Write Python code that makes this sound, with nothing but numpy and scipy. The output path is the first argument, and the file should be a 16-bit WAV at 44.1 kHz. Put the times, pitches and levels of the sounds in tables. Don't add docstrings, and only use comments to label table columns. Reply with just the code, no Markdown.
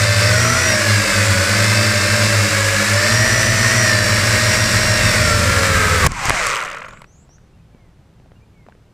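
import sys
import numpy as np
from scipy import signal
from scipy.fft import rfft, irfft, next_fast_len
from scipy.io import wavfile
from scipy.ndimage import uniform_filter1d

SR = 44100
rng = np.random.default_rng(int(sys.argv[2]) if len(sys.argv) > 2 else 0)


def materialize(psi):
    bounded = np.clip(np.atleast_2d(psi).T, -1, 1)
    quanta = np.round(bounded * 32767).astype(np.int16)
    wavfile.write(sys.argv[1], SR, quanta)


def elevation(decibels):
    levels = np.asarray(decibels, float)
    return 10 ** (levels / 20)


N = 394165
T = np.arange(N) / SR
GEAR = 120 / 11
CUT_S = 6.073


def columns(table):
    s, *cols = np.transpose(table)
    return [np.interp(T, s, c) for c in cols]


def ramp(start_s, db_per_s):
    return db_per_s * np.maximum(T - start_s, 0)


def unit(x):
    return x / np.sqrt(np.mean(x ** 2))


def colour(x, spectrum):
    hz, db = np.transpose(spectrum)
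    size = next_fast_len(N)
    bins = np.arange(size // 2 + 1) * SR / size + 1
    gain = elevation(np.interp(np.log(bins), np.log(hz), db))
    return irfft(rfft(x, size) * gain, size)[:N]


def band(x, lo_hz, hi_hz):
    sos = signal.butter(2, [lo_hz, min(hi_hz, .45 * SR)], "band", fs=SR, output="sos")
    return signal.sosfilt(sos, x)


def walk(rate):
    k = int(SR / rate)
    held = np.repeat(rng.standard_normal(N // k + 1), k)
    return unit(uniform_filter1d(uniform_filter1d(held, k), k)[:N])


def partials(angle, orders, flicker_db):
    out = 0
    for k, db in orders:
        level = np.sqrt(2) * elevation(db + flicker_db * walk(25))
        out = out + level * np.sin(2 * np.pi * (k * angle + rng.random()))
    return out


# [f/Hz, level/dB per Hz]
YARD_TONE = [(12, -28), (20, -1), (49, 2.5), (153, 1), (254, -10.5), (456, -15), (510, -14), (554, -16),
             (1250, -23), (8090, -39), (13400, -48), (14500, -44.5), (15800, -71)]
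YARD_LEVEL_DB = -48.5


def yard():
    air = unit(colour(rng.standard_normal(N), YARD_TONE))
    bass = band(air, 15, 250)
    swell = elevation(1.2 * walk(6.7))
    return elevation(YARD_LEVEL_DB) * (air + (swell - 1) * bass)


# [t/s, length/s, start f/Hz, end f/Hz, level/dB]
BUZZY_CALLS = [
    (6.84, 0.19, 6240, 8020, -59),
    (7.065, .19, 5650, 7750, -60),
    (7.29, 0.084, 5500, 6300, -57),
]
# [t/s, length/s, start f/Hz, end f/Hz, level/dB]
WHISTLED_CALLS = [
    (7.035, .02, 4250, 4200, -71),
    (7.145, .02, 4165, 4280, -76),
    (7.53, .03, 2650, 2770, -68),
    (7.59, .03, 2400, 2560, -68),
    (7.72, .2, 2350, 1840, -68),
    (8.35, 0.036, 2720, 2840, -64),
    (8.41, .04, 2150, 2480, -63),
    (8.53, .14, 2300, 2000, -63),
]
SAG = 1.3


def birds():
    out = np.zeros(N)
    uneven = 1 + .33 * walk(180)
    kinds = ((BUZZY_CALLS, 260, 1.6, .9, .3), (WHISTLED_CALLS, 30, .1, .45, .7))
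    for calls, trill_hz, swing, rise, fade in kinds:
        for s, length, start_hz, end_hz, db in calls:
            t = T[:int(length * SR)]
            at = slice(int(s * SR), int(s * SR) + len(t))
            bend = SAG if end_hz < start_hz else rise
            hz = start_hz + (end_hz - start_hz) * (t / length) ** bend
            glide = np.cumsum(hz) * 2 * np.pi / SR
            trill = np.cumsum(trill_hz * uneven[at]) * 2 * np.pi / SR
            depth = swing * np.clip(t / 0.069, 0, 1)
            shape = np.sin(np.pi * t / length) ** fade
            out[at] += shape * elevation(db) * np.sqrt(2) * np.sin(glide + depth * np.sin(trill))
    echoes = ((.023, -15), (.061, -17), (.11, -19))  # (s, dB)
    return out + sum(elevation(db) * np.roll(out, int(s * SR)) for s, db in echoes)


def hits(rows, ring_s, rise_s, crack_s, grit, thud_hz):
    out, t = np.zeros(N), T[:2048]
    bright = unit(band(rng.standard_normal(N), 3800, 9500))
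    rough = unit(band(rng.standard_normal(N), 500, 2100))
    for s, db, hz, crack_db, thud_db in rows:
        at = slice(int(s * SR), int(s * SR) + 2048)
        ring = np.sin(2 * np.pi * hz * t) + grit * rough[at]
        ring = ring * np.exp(-t / ring_s) * (1 - np.exp(-t / rise_s))
        crack = bright[at] * np.exp(-t / crack_s)
        thud = -np.sin(2 * np.pi * thud_hz * t) * np.exp(-t * thud_hz / 0.76)
        out[at] += elevation(db) * ring + elevation(crack_db) * crack + elevation(thud_db) * thud
    return out


# [t/s, peak level/dB, f/Hz, thud level/dB]
TICKS_IN_GRASS = [(7.226, -47, 654, -53.5), (7.292, -38, 645, -50), (7.383, -40, 1470, -52.5),
                  (7.747, -37.5, 458, -33), (8.199, -38, 440, -50), (8.259, -39, 650, -54),
                  (8.318, -34, 513, -54), (8.665, -32, 405, -48), (8.673, -46, 401, -35),
                  (8.686, -27.5, 694, -46), (8.696, -36, 910, -47), (8.723, -35.5, 1570, -39),
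                  (8.751, -38, 448, -52)]


def grass_ticks():
    rows = [(s, db, hz, -90, thud_db) for s, db, hz, thud_db in TICKS_IN_GRASS]
    return hits(rows, ring_s=0.0016, rise_s=0.00028, crack_s=.001, grit=0.31, thud_hz=220)


# [t/s, peak level/dB, thud level/dB, crack level/dB]
FRAME_KNOCKS = [(6.043, -2, -15, -23.5), (6.05, -15.5, -4, -14.5), (6.063, -1, -14, -18.5),
                (6.064, -6.5, -6.5, -20.5), (6.066, -19.5, -17.5, -2.5), (6.071, -16.5, -23.5, -22.5),
                (6.119, -17, -22, -20), (6.255, -8, -16, -11), (6.283, -21.5, -16.5, -27),
                (6.296, 1, -23.5, -6.5), (6.305, -0.5, -12.5, -28.5), (6.468, -7.5, -32, -8.5)]


def landing_knocks():
    rows = [(s, db, 1100, crack_db, thud_db) for s, db, thud_db, crack_db in FRAME_KNOCKS]
    return hits(rows, ring_s=0.0011, rise_s=0.0006, crack_s=0.00089, grit=1.0, thud_hz=111)


# [t/s, peak level/dB, f/Hz, crack level/dB]
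LAST_TEETH = [(6.655, -13.5, 1090, -25.5), (6.718, -17.5, 1440, -34.5), (6.745, -17, 1110, -48),
              (6.771, -18, 1150, -45), (6.82, -20, 1340, -49), (6.846, -21.5, 1440, -46),
              (6.884, -23, 1260, -39), (6.908, -24.5, 1420, -42.5), (6.934, -25, 1250, -63),
              (6.946, -41, 1070, -52), (6.972, -29, 2290, -54), (6.994, -41, 1370, -48),
              (7.018, -24, 1040, -40), (7.042, -27, 1340, -52)]


def gear_teeth():
    rows = [(s, db, hz, crack_db, -80) for s, db, hz, crack_db in LAST_TEETH]
    return elevation(-2) * hits(rows, ring_s=0.002, rise_s=0.0019, crack_s=0.001, grit=1.44, thud_hz=110)


# [f/Hz, level/dB per Hz]
CHATTER_TONE = [(150, -53), (250, -20.5), (518, -12), (872, -9.5), (1000, -3.5), (1390, 1.5), (1690, -2),
                (2040, 5), (3090, -1), (3490, -4), (8170, -10), (9890, -24), (15800, -36)]
# [multiple of the motor turn, level/dB against the rattle]
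COAST_SONG = [(1, -12), (2, -16), (3, -7), (4, -14), (9, -10)]
# [f/Hz, width/Hz, level/dB]
FRAME_MODES = [
    (570, 190, 1.5),
    (1250, 530, 8),
    (2360, 300, -10.5),
]
# [t/s, depth/dB]
GAIN_DUCKS = [
    (6.073, 17.9),
    (6.3, 5),
]
# [t/s, level/dB]
BODY_SHAKES = [
    (6.073, -26.5),
    (6.285, -28.5),
]
HOLD_S, SEIZE_S, STOP_S = 6.503, 6.86, 7.052


def rattle(angles):
    duck_db = sum((T > s) * np.maximum(db - ramp(s, 95), 0) for s, db in GAIN_DUCKS)
    rattle_db = -22.5 - ramp(HOLD_S, 47) - ramp(SEIZE_S, 45) - duck_db
    bright_db = -5 - ramp(HOLD_S, 28)
    clatter = unit(sum(np.exp(-(a % 1) / 0.62) * rng.standard_normal(N) for a in angles[:2]))
    song = band(sum(partials(a, COAST_SONG, 2.5) for a in angles), 480, 1400)
    chatter = colour(clatter + elevation(-10) * song, CHATTER_TONE) * (T > CUT_S)
    frame = 0
    for hz, width, db in FRAME_MODES:
        frame = frame + elevation(db) * unit(band(clatter, hz - width / 2, hz + width / 2))
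    slow = np.clip((T - 6.45) / 0.53, 0, .8)
    low = np.sqrt(1 - slow) * unit(band(chatter, 270, 2800)) + np.sqrt(slow) * unit(frame)
    apart = np.clip((T - 6.47) / .12, 0, .7)
    tooth = np.exp(-(angles[2] % 1) / 0.28)
    high = unit(band(chatter, 2100, 16000) * (1 - apart + 3 * apart * tooth))
    shaken = elevation(-49.5) + sum((T > s) * elevation(db - ramp(s, 90)) for s, db in BODY_SHAKES)
    shake = rng.standard_normal(N)
    body = unit(band(shake, 60, 169)) + unit(band(shake, 13, 50))
    out = elevation(rattle_db + 0.5) * (low + elevation(bright_db) * high) + shaken * body
    return out * (T > CUT_S) * (T < STOP_S)


# [f/Hz, level/dB per Hz]
BLADE_TONE = [(200, -32.5), (300, -24), (400, -10.5), (585, -7.5), (800, -15), (1100, -6), (1600, -3.5),
              (2220, -4), (3200, -14.5), (5500, -10.5), (6520, -14), (7620, -10.5), (11000, -24.5),
              (15000, -30)]
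# [t/s, buffeting level/dB]
WASH_BUFFETING = [(0, -45.5), (2.97, -46), (3.09, -33.5), (3.6, -27.5), (3.82, -38), (4.04, -33.5),
                  (4.14, -26.5), (5.4, -25.5), (6.07, -29.5)]
HISS_LEVEL_DB, NEAR_GROUND_DB = -18, 1.5
GROUND_S, GROUND_RISE_S = 5.3, .5


def airflow(angles):
    near = np.clip((T - GROUND_S) / GROUND_RISE_S, 0, 1)
    hiss_db = HISS_LEVEL_DB + NEAR_GROUND_DB * near
    rumble_db = columns(WASH_BUFFETING)[0]
    swell = 0
    for a in angles:
        turn = 2 * np.pi * a / GEAR
        beat = np.exp(0.13 * np.cos(2 * turn) + 0.085 * np.cos(turn))
        swell = swell + beat * rng.standard_normal(N)
    hiss = unit(colour(swell, BLADE_TONE)) * elevation(hiss_db + 0.55 * walk(30))
    hiss = hiss - near * .3 * band(hiss, 2000, 16000)
    gusts = rng.standard_normal(N)
    rumble = unit(band(gusts, 30, 66)) + elevation(-2.5) * unit(band(band(gusts, 120, 250), 120, 250))
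    rumble = rumble * elevation(rumble_db - 2.5 + 3.1 * walk(10))
    wash = elevation(hiss_db - 28.0) * unit(band(gusts, 150, 230))
    return (hiss + wash + rumble) * (T < CUT_S)


INERTIA_S = .07
COAST_S, FRICTION = .5, .157


def turns(hz, wobble):
    drag = np.exp(-np.maximum(T - CUT_S, 0) / COAST_S)
    coast = np.maximum((1 + FRICTION) * drag - FRICTION, 0)
    return np.cumsum(hz * coast * (1 + wobble * walk(60))) / SR + rng.random()


# [t/s, f/Hz]
SPEED_A = [(0, 595), (.2, 585), (.5, 653), (.66, 643), (.93, 559), (1.38, 554), (1.72, 591), (2.12, 600),
           (2.72, 553), (2.88, 564), (3.15, 626), (3.36, 652), (3.77, 651), (4.02, 608), (4.55, 628),
           (5.24, 615), (5.6, 553), (6.07, 497)]
SPEED_B = [(0, 523), (.27, 520), (.48, 432), (.81, 574), (1.33, 484), (1.7, 522), (2.4, 536), (3.05, 592),
           (3.6, 606), (3.78, 624), (4.05, 568), (4.47, 545), (4.97, 554), (5.31, 449), (5.6, 461),
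           (5.87, 418), (5.95, 452), (6.07, 352)]
SPEED_C = [(0, 600), (.18, 583), (.5, 640), (.66, 634), (1.0, 576), (1.35, 570), (1.65, 587), (2.22, 590),
           (2.45, 556), (2.75, 539), (3.22, 616), (3.6, 607), (3.77, 619), (4.02, 576), (4.5, 592),
           (5.3, 575), (5.62, 474), (6.07, 406)]
SPEED_D = [(0, 518), (.27, 517), (.5, 454), (.85, 566), (1.2, 516), (1.36, 503), (1.95, 539), (3.77, 555),
           (4.03, 516), (4.65, 507), (4.96, 513), (5.25, 457), (5.55, 445), (6.07, 399)]
# [motor, [multiple of its turn, level/dB against the leading line]]
WHINE_VOICES = [
    (0, [(1, 0)]),
    (0, [(3, 0)]),
    (0, [(7, -12), (8, -9), (9, 0)]),
    (1, [(1, -12), (3, 0)]),
    (1, [(4, 1), (5, 0), (7, -4), (9, -3)]),
    (2, [(6, -9), (7, -3), (8, 0)]),
    (2, [(9, 0)]),
    (2, [(1, 0)]),
]
# [level off resonance/dB, [motor f/Hz, half width/Hz, lift/dB]]
ARM_RESONANCES = [(-35, [(600, 90, 5.5)]), (-36, [(640, 45, 9.5), (530, 10, 8)]), (-45, [(642, 50, 17)]),
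                  (-35, [(603, 35, 10), (410, 60, 10)]), (-41.5, [(520, 30, 9)]), (-43, [(590, 20, 10.5)]),
                  (-45, [(605, 45, 11.5)]), (-37, [(520, 60, 3)])]
# [multiple of its turn, level/dB]
D_WHINE = [
    (1, -5),
    (3, -1),
    (4, -4),
]
# [multiple of the propeller turn, level/dB]
PROPELLER_THRUM = [
    (1, -22),
    (2, 0),
    (3, -22),
    (4, -10),
    (6, -16),
    (8, -24),
]
PROPELLER_SHARES = [-2, -11, -5, -4.5]
D_LEVEL_DB, THRUM_LEVEL_DB = -35, -20
WASH_DAMPS_THRUM = 0.067
STRAIN_DB, STRAIN_HZ_PER_S = 2.5, 300


def motors():
    commands = (SPEED_A, SPEED_B, SPEED_C, SPEED_D)
    inertia = int(INERTIA_S * SR)
    speeds = [uniform_filter1d(columns(c)[0], inertia, mode="nearest") for c in commands]
    angles = [turns(hz, wobble=.0021) for hz in speeds]
    tone = elevation(D_LEVEL_DB) * partials(angles[3], D_WHINE, 1.4)
    for (m, whine), (db, peaks) in zip(WHINE_VOICES, ARM_RESONANCES):
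        for hz, width, lift_db in peaks:
            db = db + lift_db / (1 + ((speeds[m] - hz) / width) ** 2)
        change = uniform_filter1d(np.abs(np.gradient(speeds[m])) * SR, inertia)
        db = db + STRAIN_DB * np.tanh(change / STRAIN_HZ_PER_S)
        turn = 2 * np.pi * angles[m] / GEAR
        load = 1 + .35 * np.cos(turn) + .25 * np.cos(2 * turn)
        tone = tone + elevation(db + .7) * load * partials(angles[m], whine, 1.8)
    thrum = 0
    for a, db in zip(angles, PROPELLER_SHARES):
        thrum = thrum + elevation(db) * partials(a / GEAR, PROPELLER_THRUM, 0.87)
    wash_db = columns(WASH_BUFFETING)[0]
    thrum_db = THRUM_LEVEL_DB - WASH_DAMPS_THRUM * (wash_db - wash_db[0])
    return (tone + elevation(thrum_db) * thrum) * (T < CUT_S), angles


# [f/Hz, level/dB]
TREBLE_LIMIT = [(15200, 0), (15600, -45)]


def scene():
    tone, angles = motors()
    noises = airflow(angles) + rattle(angles) + landing_knocks() + gear_teeth()
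    mono = tone + colour(noises, TREBLE_LIMIT) + grass_ticks() + birds() + yard()
    return np.array([mono, mono])


def top_cut(x):
    return signal.sosfilt(signal.butter(12, 16520, fs=SR, output="sos"), x)


# [f/Hz, level/dB per Hz]
AMPLIFIER_TONE = [(120, -46), (200, -16), (353, -2), (522, -12), (624, -1), (3260, 0), (9140, -7),
                  (14000, -27.5)]
AMPLIFIER_DB, GAIN_OPEN_S = -78.5, 6.98


def record(dry):
    hiss = unit(colour(rng.standard_normal(N), AMPLIFIER_TONE))
    hiss = hiss * elevation(AMPLIFIER_DB) * (T > GAIN_OPEN_S)
    mix = np.clip(dry + np.array([hiss, -hiss]), -1, 1)
    return top_cut(mix)


dry = scene()
out = record(dry)
materialize(out)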